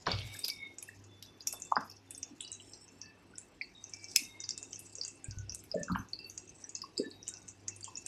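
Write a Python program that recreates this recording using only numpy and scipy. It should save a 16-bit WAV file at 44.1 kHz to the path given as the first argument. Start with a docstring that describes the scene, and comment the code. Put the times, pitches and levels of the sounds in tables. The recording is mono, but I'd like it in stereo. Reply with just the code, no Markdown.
"""In a small, hard kitchen, thick sauce simmers in a pan close to the microphone.
Small steam bubbles snap their films and ring as cavity resonators, giving short bright pops; large
ones resonate lower and plop. The pan's edge fizzes, steam puffs out, and faint thin tones ring.
Friction of a wooden spatula excites the rim, and thuds drive the damped modes of the stove top.
The room reverberates after each bubble, over a steady hiss and a low hum."""
import sys
import numpy as np
from scipy import signal
from scipy.fft import rfft, irfft, next_fast_len
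from scipy.io import wavfile
from scipy.ndimage import uniform_filter1d, map_coordinates

SR = 44100
rng = np.random.default_rng(int(sys.argv[2]) if len(sys.argv) > 2 else 0)


def wav_record(signal):
    """Record a signal, one row per channel, as 16-bit PCM in the file named by sys.argv[1]."""
    frames = np.transpose(np.atleast_2d(signal))
    bounded = np.clip(frames, -1, 1)
    # unit amplitude maps onto the largest positive 16-bit level
    quanta = np.round(bounded * 32767).astype(np.int16)
    wavfile.write(sys.argv[1], SR, quanta)


N = 355887

# Small bubbles: t/s, level/dB, f/Hz, balance/dB (left minus right), snap weight/dB, life/cycles
SMALL_BUBBLES = [(0.066, -27.5, 4740, 22.5, -50, 8), (0.1158, -17.5, 4420, 9, -22, 5.4),
                 (0.187, -23, 4160, 3, -40, 2.8), (.3433, -52, 2190, 18, 19, 28),
                 (0.3904, -32.5, 8360, -15, 3, 13), (0.434, -35, 5000, 8, -30, 8.3),
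                 (0.441, -31, 4900, 14, -39.5, 42), (0.446, -18.5, 4900, 12, -2, 3.7),
                 (0.452, -33, 4730, 2, 7, 7.2), (0.4812, -25.5, 4650, 7, 10, 10),
                 (0.5, -20, 5100, 10.5, -26, 7.1), (0.784, -30.5, 6700, 13.5, -48, 7.1),
                 (0.826, -37.5, 8450, -10, 14, 4.8), (0.8816, -51.5, 2655, 8, 14, 69),
                 (1.04, -38.5, 6400, 6, -40, 5.4), (1.2252, -29, 5000, 9.5, -0.5, 3.1),
                 (1.406, -32.5, 4640, -2, -17, 6.2), (1.42, -37, 6300, 4, -43, 13),
                 (1.4715, -17, 6500, 3, 3, 6.2), (1.4724, -16, 5550, 2.5, -4, 14),
                 (1.5263, -18.5, 7700, -3, 3, 4.7), (1.599, -38.5, 7100, -15, 3, 6.5),
                 (1.62, -24.5, 6740, 3.5, -48, 8.6), (1.65, -32, 7250, -1, -13, 10),
                 (1.757, -29, 4990, 7.5, -50, 20), (1.807, -48.5, 5800, 28, 6.5, 3.4),
                 (1.898, -40.5, 5330, -6, -1, 28), (1.913, -38, 5400, 10, -43, 7.4),
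                 (1.9653, -41.5, 5600, 4, -47, 6.7), (2.107, -29.5, 9430, -13, -1, 7.5),
                 (2.132, -52, 8250, 0, -18, 8), (2.148, -31, 6100, 4, -41, 8.6),
                 (2.178, -31.5, 8300, -3, -2, 19), (2.229, -48.5, 2750, 17, -57, 6.8),
                 (2.2295, -18.5, 6270, 1, -50, 8.6), (2.4057, -29.5, 3380, -7, -40, 7.2),
                 (2.408, -22.5, 8140, -4, -47, 7.5), (2.448, -36, 4780, -6, -46, 12),
                 (2.477, -33.5, 5230, -6, -55, 6.3), (2.517, -24, 7900, -1, -42, 14),
                 (2.528, -28.5, 6400, 0, -35, 14), (2.6, -53, 3050, 36, -48, 13),
                 (2.7342, -36.5, 5300, 15, -46, 8), (2.88, -36.5, 6250, 4, -50, 7.3),
                 (3.015, -26, 5600, 2, -51, 8.3), (3.059, -44.5, 4650, 1, -50, 31),
                 (3.355, -46.5, 5500, 12, -49, 13), (3.3815, -28.5, 7840, -16.5, -34, 5.3),
                 (3.616, -29, 4620, 2, -33, 11.4), (3.8402, -31.5, 6190, 0, -43, 22),
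                 (3.895, -47, 7540, -26, -33.5, 6.7), (3.936, -28.5, 5800, 11.5, -54, 10.3),
                 (4.0422, -29, 6000, 9.5, -53, 7.5), (4.085, -40.5, 5330, 15, -56, 17),
                 (4.1586, -32, 11500, 2, -12, 8.1), (4.1604, -14, 14600, -5, -40, 13),
                 (4.1618, -14, 10400, 3, -40, 7), (4.1602, -17, 2580, 4, -50, 8.5),
                 (4.1604, -4, 5340, 6.5, 3.5, 3), (4.403, -24.5, 6500, -3, -44, 7.7),
                 (4.4385, -18.5, 5530, -0.5, -53, 7.4), (4.4903, -17.5, 6100, -5.5, -47, 4),
                 (4.5063, -21.5, 5320, 8, -45, 11), (4.5767, -20.5, 6960, 1, -37, 3.9),
                 (4.628, -23, 6840, 0, -46, 7.2), (4.7303, -48, 3200, 8, -65, 11),
                 (4.7303, -25, 6100, -3, -52, 10), (4.7585, -30.5, 6100, 2, -27, 15),
                 (4.792, -43.5, 8900, -24, 14.5, 18), (4.953, -32.5, 6840, -18, -50, 7.3),
                 (4.983, -33, 5800, 8, -61, 11), (5.012, -22.5, 4940, 10, -48, 12.7),
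                 (5.034, -26, 5330, 5.5, -63, 6.2), (5.049, -20.5, 6920, -5, -61, 8.9),
                 (5.079, -28.5, 7580, -12, -55, 8.1), (5.243, -27, 7870, -3, -47, 10.4),
                 (5.256, -49, 2410, 6, -45, 16), (5.3094, -28, 5800, -1, -59, 5.7),
                 (5.3857, -33, 6430, -1, -20, 12), (5.495, -27.5, 5500, -11.5, -44, 11.3),
                 (5.521, -33, 5800, 13, -15, 11), (5.547, -26, 7660, -20.5, -9, 4.4),
                 (5.591, -37, 7200, -6.5, -16, 6), (5.6382, -48, 2610, 9, 13.5, 2.1),
                 (5.7152, -27, 5070, 0, -60, 16.6), (5.748, -40, 7100, -4, -32, 8.2),
                 (5.7958, -47, 7760, -14, -2, 12), (5.832, -21, 6430, -2, -50, 6.8),
                 (5.9192, -36, 4320, -5, -3.5, 11), (5.953, -46.5, 2730, 27, -45, 5.5),
                 (5.99, -50, 6140, 13, 1, 67), (6.0858, -43, 6500, 3, -42, 7.5),
                 (6.133, -26.5, 4520, 12, -17, 16), (6.1565, -46, 4390, 9, -34, 20),
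                 (6.163, -47, 4400, 3, -40, 14.6), (6.1897, -33, 4660, 8, -51, 15),
                 (6.246, -41, 4550, 7, -23, 60), (6.298, -32, 6300, -1, -7, 13),
                 (6.376, -20.5, 6670, 1.5, -57, 5.6), (6.493, -40.5, 6130, -8, -49, 18),
                 (6.6394, -32, 5800, 9, -43, 29), (6.692, -32, 7250, 12, -35, 8.1),
                 (6.751, -21.5, 6560, 1, -45, 11.5), (6.7544, -29.5, 4840, 11, -55, 11),
                 (6.8175, -25, 4970, 3, -12.5, 9.9), (6.977, -24, 7700, 1, -27, 11.4),
                 (6.9708, -37.5, 4600, -10, -30, 9), (6.9782, -22.5, 4760, 11, -52, 18),
                 (7.104, -43, 7540, -3, -20, 6.8), (7.2282, -40.5, 5640, 18, -48, 14),
                 (7.268, -34, 6000, 1, -65, 4.5), (7.272, -50, 2980, 28, -56, 53),
                 (7.279, -19, 7100, 0, -31, 7.2), (7.286, -22.5, 7220, 5, -9, 7.3),
                 (7.338, -28, 5960, 7, -55, 6.4), (7.37, -38, 5900, 6, -48, 6.7),
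                 (7.4801, -23.5, 7000, 2, -48, 6.7), (7.487, -37.5, 6260, 11, -31, 16),
                 (7.681, -16, 6440, 2, -43, 6.7), (7.681, -43, 2050, 13, -38, 2.7),
                 (7.688, -49, 6500, 3, -36, 8.6), (7.763, -38, 8100, -18, -33, 4.9),
                 (7.808, -32, 7500, -3, -32, 4.5), (7.83, -46, 4650, 17, -50, 35),
                 (7.8427, -22.5, 7230, 6, -48, 7), (7.849, -54, 3050, 29.5, -48, 17),
                 (7.955, -30.5, 5620, 6, -56, 23), (7.972, -22.5, 6700, 7, -52, 18),
                 (8.0622, -19.5, 7400, 4, -20, 4)]
# Large bubbles: t/s, level/dB, f/Hz, balance/dB, life/cycles, reverberant-to-direct ratio/dB
LARGE_BUBBLES = [(0.067, -25, 1140, 1.5, 1.9, 14.5), (0.08, -32, 515, -12, 2.18, 5),
                 (0.346, -47.5, 1710, -20, 18, -3), (0.886, -38.5, 1810, -6, 15.5, -5.5),
                 (1.532, -59.5, 870, -8, 1.9, 26), (1.714, -34, 990, -4, 8, -18),
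                 (1.72, -12.5, 987, -3.5, 5.1, -9), (1.766, -12, 1165, -5, 2.85, -4.5),
                 (1.771, -19, 1200, 11, 2.6, -7), (1.772, -37, 228, -5.5, 4, 0),
                 (2.299, -66.5, 281, 22, 7.5, 19), (3.333, -60.5, 1460, 28, 19, -7),
                 (3.611, -27, 2250, 12.5, 10, -0.5), (4.192, -57, 272, 12, 7.9, 10),
                 (4.982, -53, 508, 1, 3.8, 8), (5.739, -25, 590, -4.5, 8, 1), (5.755, -26, 482, 3.5, 6, -4),
                 (5.772, -38, 524, 5, 7, -2), (5.795, -44, 592, 12, 15, -8), (5.881, -39, 1375, 13, 7.2, 7),
                 (5.897, -29.5, 1184, 6.5, 6.1, 6.5), (5.946, -37, 1534, -0.5, 8, 12.5),
                 (5.957, -22, 1100, 5.5, 5.1, -6.5), (6.639, -67.5, 1746, 19, 12.5, 13),
                 (6.833, -40.5, 1098, 12.5, 16.3, -6), (6.975, -41, 382, 9, 11.2, -7),
                 (6.995, -18, 359, -2, 3.5, -4.5), (7.005, -32, 441, -11, 6, -18),
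                 (7.055, -39, 275, -4.5, 6, -8), (7.072, -45, 308, -3, 9, -7),
                 (7.876, -41, 987, 0, 9.1, 1.5)]
# Spectrum of a snapping film: f/Hz, level/dB
FILM_SPECTRUM = [(590, -87), (1000, -32), (1650, -49.5), (2480, -0.5), (3630, -7.5), (4430, -27), (5580, 6),
                 (6650, 13), (9100, 5), (10300, 7), (12600, 8.5), (13800, -6.5), (16100, -19.5)]
# Left-right difference of the snap at the microphone ports: f/Hz, balance/dB
FILM_BALANCE = [(60, -7), (180, 8), (550, 5), (1650, 37.5), (4970, -3.5), (15000, -18.5)]
# Frying at the bare edge of the pan: t/s, coarse level/dB, fine level/dB, finest level/dB
FIZZ_LEVELS = [(0.0, -58, -83, -103), (0.2, -61, -83, -63.5), (0.4, -56.5, -51.5, -53.5),
               (0.63, -77, -96, -77), (0.9, -68, -86, -82), (1.302, -80.5, -103, -81),
               (1.66, -69, -70, -79), (2.0, -72.5, -104, -83), (2.67, -69, -58.5, -80),
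               (3.1, -104, -79, -83.5), (3.75, -68.5, -78, -82), (4.09, -58.5, -60, -101),
               (4.25, -44.5, -79, -91), (4.4, -81, -90, -107), (4.54, -69, -76, -92), (4.72, -63, -60, -81),
               (4.95, -63, -56, -101), (5.24, -69, -93, -80.5), (5.66, -70.5, -88.5, -84.5),
               (6.199, -74.5, -78.5, -80), (6.61, -70.5, -60.5, -93), (7.08, -73.5, -101, -77.5),
               (7.4, -76, -71, -83), (7.7, -73, -83, -86), (8.07, -58, -94, -84)]
# Puffs of steam: t/s, level/dB, T60/s
STEAM_PUFFS = [(.33, -68, 0.34), (.86, -62, 0.17), (1.845, -49.5, 0.088), (5.96, -54.5, 0.19),
               (6.26, -56, 0.21), (.12, -75, .6), (7.79, -74, 0.13)]
# Faint ringing tones: t/s, level/dB, f/Hz, glide/(Hz/s), T60/s, balance/dB
THIN_TONES = [(.27, -58, 3700, -73, 0.59, 14), (.13, -54, 2236, -1, .6, 5), (1.47, -61, 3540, -3, 0.66, 4),
              (2.16, -63.5, 3550, -6, 0.36, 11), (.3, -59, 2280, -3, 0.25, 18),
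              (.5, -62, 3680, -10, 0.72, 14.5), (.48, -58.5, 2300, -700, 0.31, 28),
              (.6, -55, 2200, -300, 0.28, 28.5), (1.08, -67.5, 3494, -1, 0.87, 14),
              (2.07, -72, 3550, -8, 0.5, 15), (2.42, -62, 3930, 1, 0.43, 22),
              (2.42, -56.5, 2900, -1, 0.24, 21), (2.62, -66, 5390, -12, 0.82, 11),
              (2.999, -70.5, 2640, 3, 0.51, 28.5), (3.031, -63.5, 1750, 91, 0.32, 16.5),
              (3.749, -64.5, 3744, 2, 0.25, 29), (3.93, -61.5, 2335, -200, 0.4, 24.5),
              (4.2, -62.5, 2160, -100, 0.68, 20), (4.23, -61.5, 3726, -54, 1, 9.5),
              (5.24, -61, 1600, 0, 0.21, 3), (5.32, -59.5, 1495, -100, 0.33, -5),
              (5.768, -57, 1760, 2, 0.19, 23), (6.191, -64.5, 2685, -1, 0.27, 29),
              (6.96, -59, 3860, -200, 0.88, 6), (7.029, -62, 1750, 11, 0.19, 25.5),
              (7.301, -68.5, 1484, 1, 0.45, -15.5)]
# Shocks through the stove: t/s, boom level/dB, body level/dB, T60/s
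STOVE_SHOCKS = [(0.077, -41.5, -38.5, 0.26), (0.13, -29, -54, 0.47), (0.238, -37.5, -56, 0.36),
                (5.282, -35.5, -57, 0.3), (5.37, -36, -72, 0.52), (5.509, -45, -56, 0.21),
                (5.752, -75, -38, 0.36), (5.811, -52, -31, 0.087), (5.898, -35, -34, 0.25),
                (5.914, -30, -27, 0.21), (5.99, -37, -35, 0.15)]
# Low modes of the stove top: f/Hz, level/dB
BOOM_MODES = [(62, -6), (99, 0), (125, -9)]
# Its higher modes: f/Hz, level/dB
BODY_MODES = [(180, 2), (215, -6), (260, -5.5)]
# The spatula catching on the rim: t/s, level/dB, T60/s
SPATULA_CATCHES = [(0.056, -37.5, 1.0), (0.441, -27.5, 0.048), (0.482, -25.5, 0.053), (.782, -36, 0.022)]
# Spectrum of the rubbed pan: f/Hz, level/dB
RIM_SPECTRUM = [(240, -43), (400, -4.5), (1040, -10.5), (1690, -12.5), (1880, -13), (2220, -1),
                (2900, -1.5), (3700, -1), (4880, -7), (6510, -20), (12500, -68), (15000, -82)]
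# Spectrum of the background hiss: f/Hz, level/dB
HISS_SPECTRUM = [(13, -31.5), (22, -48.5), (44, -3.5), (101, -4.5), (201, -6), (347, -3), (567, -13),
                 (853, -12), (1400, -18), (2610, -18), (3340, -22), (6090, -24), (7580, -39),
                 (11700, -46.5), (15000, -60.5)]
# Likeness of that hiss in the two channels: f/Hz, coherence
HISS_COHERENCE = [(60, 0.25), (250, 1), (1000, 0.22), (3000, 0.028), (15000, 0.08)]
# Partials of the hum: f/Hz, level/dB
HUM_PARTIALS = [(100, -69.5), (180, -81), (272, -76), (360, -84.5)]
# Reverberation time of the kitchen: f/Hz, T60/s
ROOM_T60 = [(150, 0.22), (1000, 0.24), (5000, 0.18), (12000, 0.14), (13500, 0.054)]
# Likeness of the reverberation in the two channels: f/Hz, coherence
ROOM_COHERENCE = [(200, 1), (700, 0.86), (2000, 0.044)]
# The highest treble is dulled above 13 kHz: f/Hz, gain/dB
TREBLE_ROLLOFF = [(12800, -0.5), (13600, -11), (16000, -12.5)]

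BUBBLE_SAMPLES, BURST_S = 2048, 0.014  # length of a bubble's sound; instant of rupture within a pop
FRAY_S, STEAM_S = 0.0006, 0.0021  # time constants around the rupture
STEAM_DB, PAT_DB = -15.5, -27.5
ONSET_S, ONSET_DB = 0.0032, -9  # a faint hiss swells just before each pop
LAG_SAMPLES, LAG_SPREAD = 11, 9  # the left port hears later; bubbles burst all over the pan
GLANCE_S, GLANCE_DB = 0.0012, -0.5  # range of delay and greatest gain of the pan wall's reflection
SPATTER_DB, SPATTER_T60_S = -37.5, 0.35
PAN_DB, PAN_T60_S = -57, 0.69
WALL_S, WALL_GAIN = 0.00842, 1.6  # one clear echo from a near wall
TOP_HZ = 16300


def small_bubbles(rooms):
    """Direct sound falls with distance: fainter pops are farther away, so more reverberant."""
    out = np.zeros((2, N + SR))
    for k, (s, db, hz, balance_db, snap_db, cycles) in enumerate(SMALL_BUBBLES + tiny_bubbles()):
        place, *glances = rng.uniform(-1, 1, size=3)
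        sound = amp(db) * pop(hz, balance_db, snap_db, cycles, glances)
        lag = LAG_SAMPLES + round(LAG_SPREAD * place)
        room_db = -1.5 - 0.1444 * (max(db, -45) + 33.5)
        tail = rooms[k % len(rooms)]
        if k >= len(SMALL_BUBBLES):
            tail = tail[:, :4000]  # tiny pops sink into the hiss early
        add_in_room(out, s + 0.001096 - BURST_S, sound, lag, room_db, tail)
    return out[:, :N]


def pop(hz, balance_db, snap_db, cycles, glances):
    """Impulse excitation: a film frays and snaps, the cavity rings, and the pan wall reflects both."""
    t = np.arange(BUBBLE_SAMPLES) / SR
    freqs = np.fft.rfftfreq(len(t), 1 / SR)
    from_burst = np.abs(t - BURST_S)
    tear = np.arange(len(t)) == round(BURST_S * SR)
    fray = rng.standard_normal(len(t)) * np.exp(-from_burst / FRAY_S)
    film = amp(along(FILM_SPECTRUM, freqs) + along(FILM_BALANCE, freqs) * [[.5], [-.5]])
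    snap = irfft(rfft(tear + 0.92 * fray) * film)
    soft_onset = amp(ONSET_DB) * np.exp(-from_burst / ONSET_S) * (t < BURST_S)
    rush = rfft(rng.standard_normal((2, len(t))) * (np.exp(-from_burst / STEAM_S) + soft_onset))
    hiss = irfft(rush * band(freqs, hz, hz / 4.8) ** 4)  # coloured by the cavity
    pat = irfft(rush * band(freqs, 2000, width_hz=2700) ** 2)  # the sauce falls back
    tone = cavity(hz, cycles, rise=0.021, peak_s=BURST_S)
    ring = tone + at_peak(hiss, STEAM_DB) + at_peak(pat, PAT_DB)
    direct = sides(balance_db) * ring + at_peak(snap, snap_db - 4.5)
    reflected = [glance * np.roll(channel, round(abs(glance) * GLANCE_S * SR) + 6)
                 for glance, channel in zip(glances, direct)]
    return direct + amp(GLANCE_DB) * np.array(reflected)


def cavity(hz, cycles, rise, peak_s):
    """Cavity resonance: a few cycles of climbing pitch under a Gaussian envelope."""
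    age = (np.arange(BUBBLE_SAMPLES) / SR - peak_s) * hz / cycles
    return np.exp(-(age / .25) ** 2) * np.cos(2 * np.pi * cycles * (age + rise * age * age / 2))


def tiny_bubbles():
    """Random bursting: some bubbles follow the fizz in level, others are freed by a larger neighbour."""
    rows = []
    fizz_s, coarse_db = np.transpose(FIZZ_LEVELS)[:2]
    for when, strength, pitch, side in rng.random((110, 4)):
        s = when * N / SR
        db = np.interp(s, fizz_s, coarse_db) + 4 + 9 * strength ** 2
        rows.append((s, db, 4600 + 3800 * pitch, 12 * side - 3, -35, 18))
    for s, db, hz, balance_db, *_ in rng.choice(SMALL_BUBBLES, size=150):
        wait, strength, pitch, side = rng.random(4)
        s = min(s + 0.0044 - 0.03 * np.log(wait), N / SR)
        db = min(db, -22) - 23.5 + 7.5 * strength
        rows.append((s, db, hz * (0.87 + 0.28 * pitch), balance_db + 8 * (side - .5), -35, 12))
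    return rows


def large_bubbles(rooms):
    """A larger cavity resonates lower: these bubbles plop, without a snap."""
    out = np.zeros((2, N + SR))
    for k, (s, db, hz, balance_db, cycles, room_db) in enumerate(LARGE_BUBBLES):
        plop = amp(db) * sides(balance_db) * cavity(hz, cycles, rise=0.037, peak_s=0.563 * cycles / hz)
        add_in_room(out, s, plop, LAG_SAMPLES // 6, room_db, rooms[k % len(rooms)])
    return out[:, :N]


def fizz():
    """Incoherent addition: frying bubbles of three sizes merge into three bands of grainy noise."""
    layers = [noise(lambda f: band(f, hz, width_hz) ** 3, [(hz, .3)], patchy_db=6) * sides(balance_db)
              for hz, width_hz, balance_db in [(5800, 3330, 4), (7760, 1320, 3.5), (10380, 9100, -2)]]
    s, *levels_db = np.transpose(FIZZ_LEVELS)
    crackle_db = -2.5 * flicker(samples=90)
    clumps_db = 3.5 * flicker(samples=700)
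    swells = [amp(np.interp(np.arange(N) / SR, s, db)) for db in levels_db]
    return unit(amp(crackle_db + clumps_db)) * sum(swell * layer for swell, layer in zip(swells, layers))


def spatter_and_pan_ring():
    """Free decay: each snap leaves spatter, and each pop excites a mode of the pan."""
    s, pop_db, _, _, snap_db, _ = np.transpose(SMALL_BUBBLES)
    spray = noise(lambda hz: band(hz, 7000, width_hz=9000) ** 2 / (1 + (hz / 12500) ** 16),
                  [(7000, .3)], patchy_db=5)
    mode = noise(lambda hz: band(hz, 2650, width_hz=95) ** 2, [(2660, 0.28)], patchy_db=7)
    spatter = struck_envelope(s, SPATTER_DB + pop_db + snap_db, SPATTER_T60_S) * spray
    ring = struck_envelope(s, PAN_DB + 0.52 * pop_db, PAN_T60_S) * mode
    return spatter * sides(-1.5) + ring * sides(17)


def steam_puffs():
    """Flow noise: thin steam escapes in short puffs of high hiss."""
    hiss = noise(lambda hz: band(hz, 11700, width_hz=3200) ** 3, [(11800, 0.19)], patchy_db=2)
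    return swelling_envelope(STEAM_PUFFS, rise_s=0.015) * hiss * sides(-8)


def thin_tones(width_hz=45, rise_s=0.0037):
    """Random modulation: faint tones, each a steady core plus narrow-band noise, glide and falter."""
    out, t = np.zeros((2, N + SR)), np.arange(2 * SR // 3) / SR
    for s, db, hz, glide, t60, balance_db in THIN_TONES:
        white = rng.standard_normal((2, 2, len(t)))
        in_phase, quadrature = filtered(white, lambda f: 1 / (1 + (f / width_hz) ** 2))
        core = 1.3 * in_phase.std()
        phase = 2 * np.pi * (hz * t + glide * t * t / 2)
        falter = amp(3 * unit(filtered(rng.standard_normal(len(t)), lambda f: f < 15)))
        tone = unit(falter * ((in_phase + core) * np.cos(phase) + quadrature * np.sin(phase)))
        envelope = amp(db - 60 * (t / t60) ** 2) * (1 - np.exp(-t / rise_s))
        out[:, round(s * SR):][:, :len(t)] += envelope * sides(balance_db) * tone
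    return out[:, :N]


def stove_thuds(rise_s=0.002):
    """Modal vibration: dull shocks ring the stove top, a little differently each time."""
    out, t = np.zeros((2, N + SR)), np.arange(SR // 2) / SR
    attack = (1 - np.exp(-t / rise_s)) ** 2
    for s, boom_db, body_db, t60 in STOVE_SHOCKS:
        for modes, shock_db in [(BOOM_MODES, boom_db), (BODY_MODES, body_db)]:
            for hz, db in modes:
                detune, offset, skew = rng.uniform(-1.24, 1, size=3)
                start_phase = np.pi * offset + .8 * skew * np.array([[1], [-1]])
                mode = np.sin(2 * np.pi * hz * (1 + 0.027 * detune) * t + start_phase)
                out[:, round(s * SR):][:, :len(t)] += amp(shock_db + db - 60 * t / t60) * attack * mode
    return out[:, :N] * sides(-1)


def spatula():
    """Friction: wood catches on the rim in short grains that excite the pan."""
    grit = amp(2 * flicker(samples=120))
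    rub = noise(lambda hz: amp(along(RIM_SPECTRUM, hz)), [(500, 0.47), (5000, 0.18)], patchy_db=4.5)
    return swelling_envelope(SPATULA_CATCHES, rise_s=0.013) * unit(grit * rub) * sides(1.9)


def kitchen_background(hiss_db=-61, waver_db=4.5):
    """Continuous and line spectra: burner and room hiss over a hum that wavers in level and phase."""
    hiss = amp(hiss_db) * noise(lambda hz: amp(along(HISS_SPECTRUM, hz)), HISS_COHERENCE, patchy_db=2.5)
    t = np.arange(N) / SR
    drift = lambda: map_coordinates(rng.standard_normal(60), [t * 5])
    hum = sum(np.sqrt(2) * amp(db + waver_db * drift()) * np.sin(2 * np.pi * hz * t + 0.51 * drift())
              for hz, db in HUM_PARTIALS)
    return hiss + hum * sides(-2.8)


def room_responses(count, uneven_db=5):
    """Reverberation: each frequency decays at its own rate; near surfaces answer first and loudest."""
    hz, t, spectra = signal.stft(rng.standard_normal((count, 2, 13312)), SR, nperseg=256)
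    coherence = along(ROOM_COHERENCE, hz)[:, None]
    spectra[:, 1] = coherence * spectra[:, 0] + np.sqrt(1 - coherence ** 2) * spectra[:, 1]
    colour = patches(rng.standard_normal(spectra[:, :1].shape), bins=3, frames=9)
    spectra *= amp(uneven_db * colour * (hz > 2000)[:, None])
    decay = amp(-60 * (t / along(ROOM_T60, hz)[:, None]) ** 1.6)  # lingers, then drops
    tail = signal.istft(spectra * decay, SR, nperseg=256)[1]
    t = np.arange(tail.shape[-1]) / SR
    early = 3.9 * np.exp(-t / 0.008)
    wall = WALL_GAIN * np.exp(-((t - WALL_S) / 0.00015) ** 2)
    tail *= (1 + early + wall) * (t > .0011)
    return tail / np.linalg.norm(tail, axis=-1, keepdims=True)


def add_in_room(out, s, pair, lag, room_db, tail):
    """Convolution: adds a sound and its reverberation at time s, the left channel lag samples late."""
    pair = np.array([np.pad(pair[0], (lag, 0)), np.pad(pair[1], (0, lag))])
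    heard = signal.fftconvolve(pair, tail, axes=1)
    heard *= amp(room_db) * np.linalg.norm(pair) / np.linalg.norm(heard)
    heard[:, :pair.shape[1]] += pair
    start = max(round(s * SR), 0)
    out[:, start:start + heard.shape[1]] += heard


def swelling_envelope(events, rise_s):
    """Gains that rise and decay exponentially, summed in power."""
    power, t = np.zeros(N + SR), np.arange(SR) / SR
    for s, db, t60 in events:
        power[round(s * SR):][:SR] += (amp(db - 60 * t / t60) * (1 - np.exp(-t / rise_s))) ** 2
    return np.sqrt(power[:N])


def struck_envelope(s, db, t60):
    """Leaky integration of power: a gain that jumps at times s and decays."""
    kicks = np.zeros(N)
    np.add.at(kicks, np.minimum(np.round(s * SR).astype(int), N - 1), amp(db) ** 2)
    return np.sqrt(signal.lfilter([1], [1, -amp(-120 / t60 / SR)], kicks))


def noise(response, coherence, patchy_db):
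    """Partly coherent stereo noise of rms 1, with patches of random gain."""
    spectra = signal.stft(rng.standard_normal((2, N), dtype=np.float32), nperseg=512)[2]
    field = patches(rng.standard_normal(spectra.shape[1:], dtype=np.float32), bins=5, frames=10)
    pair = signal.istft(spectra * amp(patchy_db * 2 * np.tanh(field / 2)), nperseg=512)[1][:, :N]
    angle = lambda hz: np.arccos(along(coherence, hz)) / 2
    mid, side = filtered(pair, lambda hz: response(hz) * [np.cos(angle(hz)), np.sin(angle(hz))])
    return unit(np.array([mid + side, mid - side]))


def patches(field, bins, frames):
    """A field smoothed over frequency and time, rms 1."""
    return unit(uniform_filter1d(uniform_filter1d(field, bins, axis=-2), frames, axis=-1))


def flicker(samples):
    """A moving average of white noise, rms 1."""
    return unit(uniform_filter1d(rng.standard_normal(N), samples))


def filtered(x, response):
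    """Linear filtering by a frequency response."""
    size = next_fast_len(x.shape[-1] + min(x.shape[-1], 8192))
    return irfft(rfft(x, size) * response(np.fft.rfftfreq(size, 1 / SR)), size)[..., :x.shape[-1]]


def band(hz, centre_hz, width_hz):
    """A second-order resonance of peak gain 1."""
    return 1j * hz * width_hz / (centre_hz ** 2 - hz ** 2 + 1j * hz * width_hz)


def along(points, hz):
    """Interpolation of (f/Hz, value) points on a logarithmic axis."""
    freqs, values = np.transpose(points)
    return np.interp(np.log(hz + 1), np.log(freqs + 1), values)


def sides(balance_db):
    """Left and right gains for a level difference."""
    return amp([[balance_db / 2], [-balance_db / 2]])


def amp(db):
    """Amplitude ratio of a level in dB."""
    return 10 ** (np.asarray(db) / 20)


def at_peak(x, db):
    """Normalisation to a peak level."""
    return amp(db) * x / np.abs(x).max()


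def unit(x):
    """Normalisation to rms 1."""
    return x / np.sqrt(np.mean(x ** 2) + 1e-20)


def scene():
    """Superposition of all sources at the two microphone ports."""
    rooms = room_responses(count=24)
    sauce = small_bubbles(rooms) + large_bubbles(rooms) + fizz() + spatter_and_pan_ring() + steam_puffs()
    return sauce + thin_tones() + stove_thuds() + spatula() + kitchen_background()


def record(dry):
    """Saturation and band limiting: peaks round off near full scale; the highest treble falls away."""
    limited = dry / (1 + np.abs(dry / .99) ** 16) ** (1 / 16)
    dulled = filtered(limited, lambda hz: amp(along(TREBLE_ROLLOFF, hz)))
    return filtered(dulled, lambda hz: np.clip((TOP_HZ - hz) / 300, 0, 1) ** 2)


dry = scene()
out = record(dry)
wav_record(out)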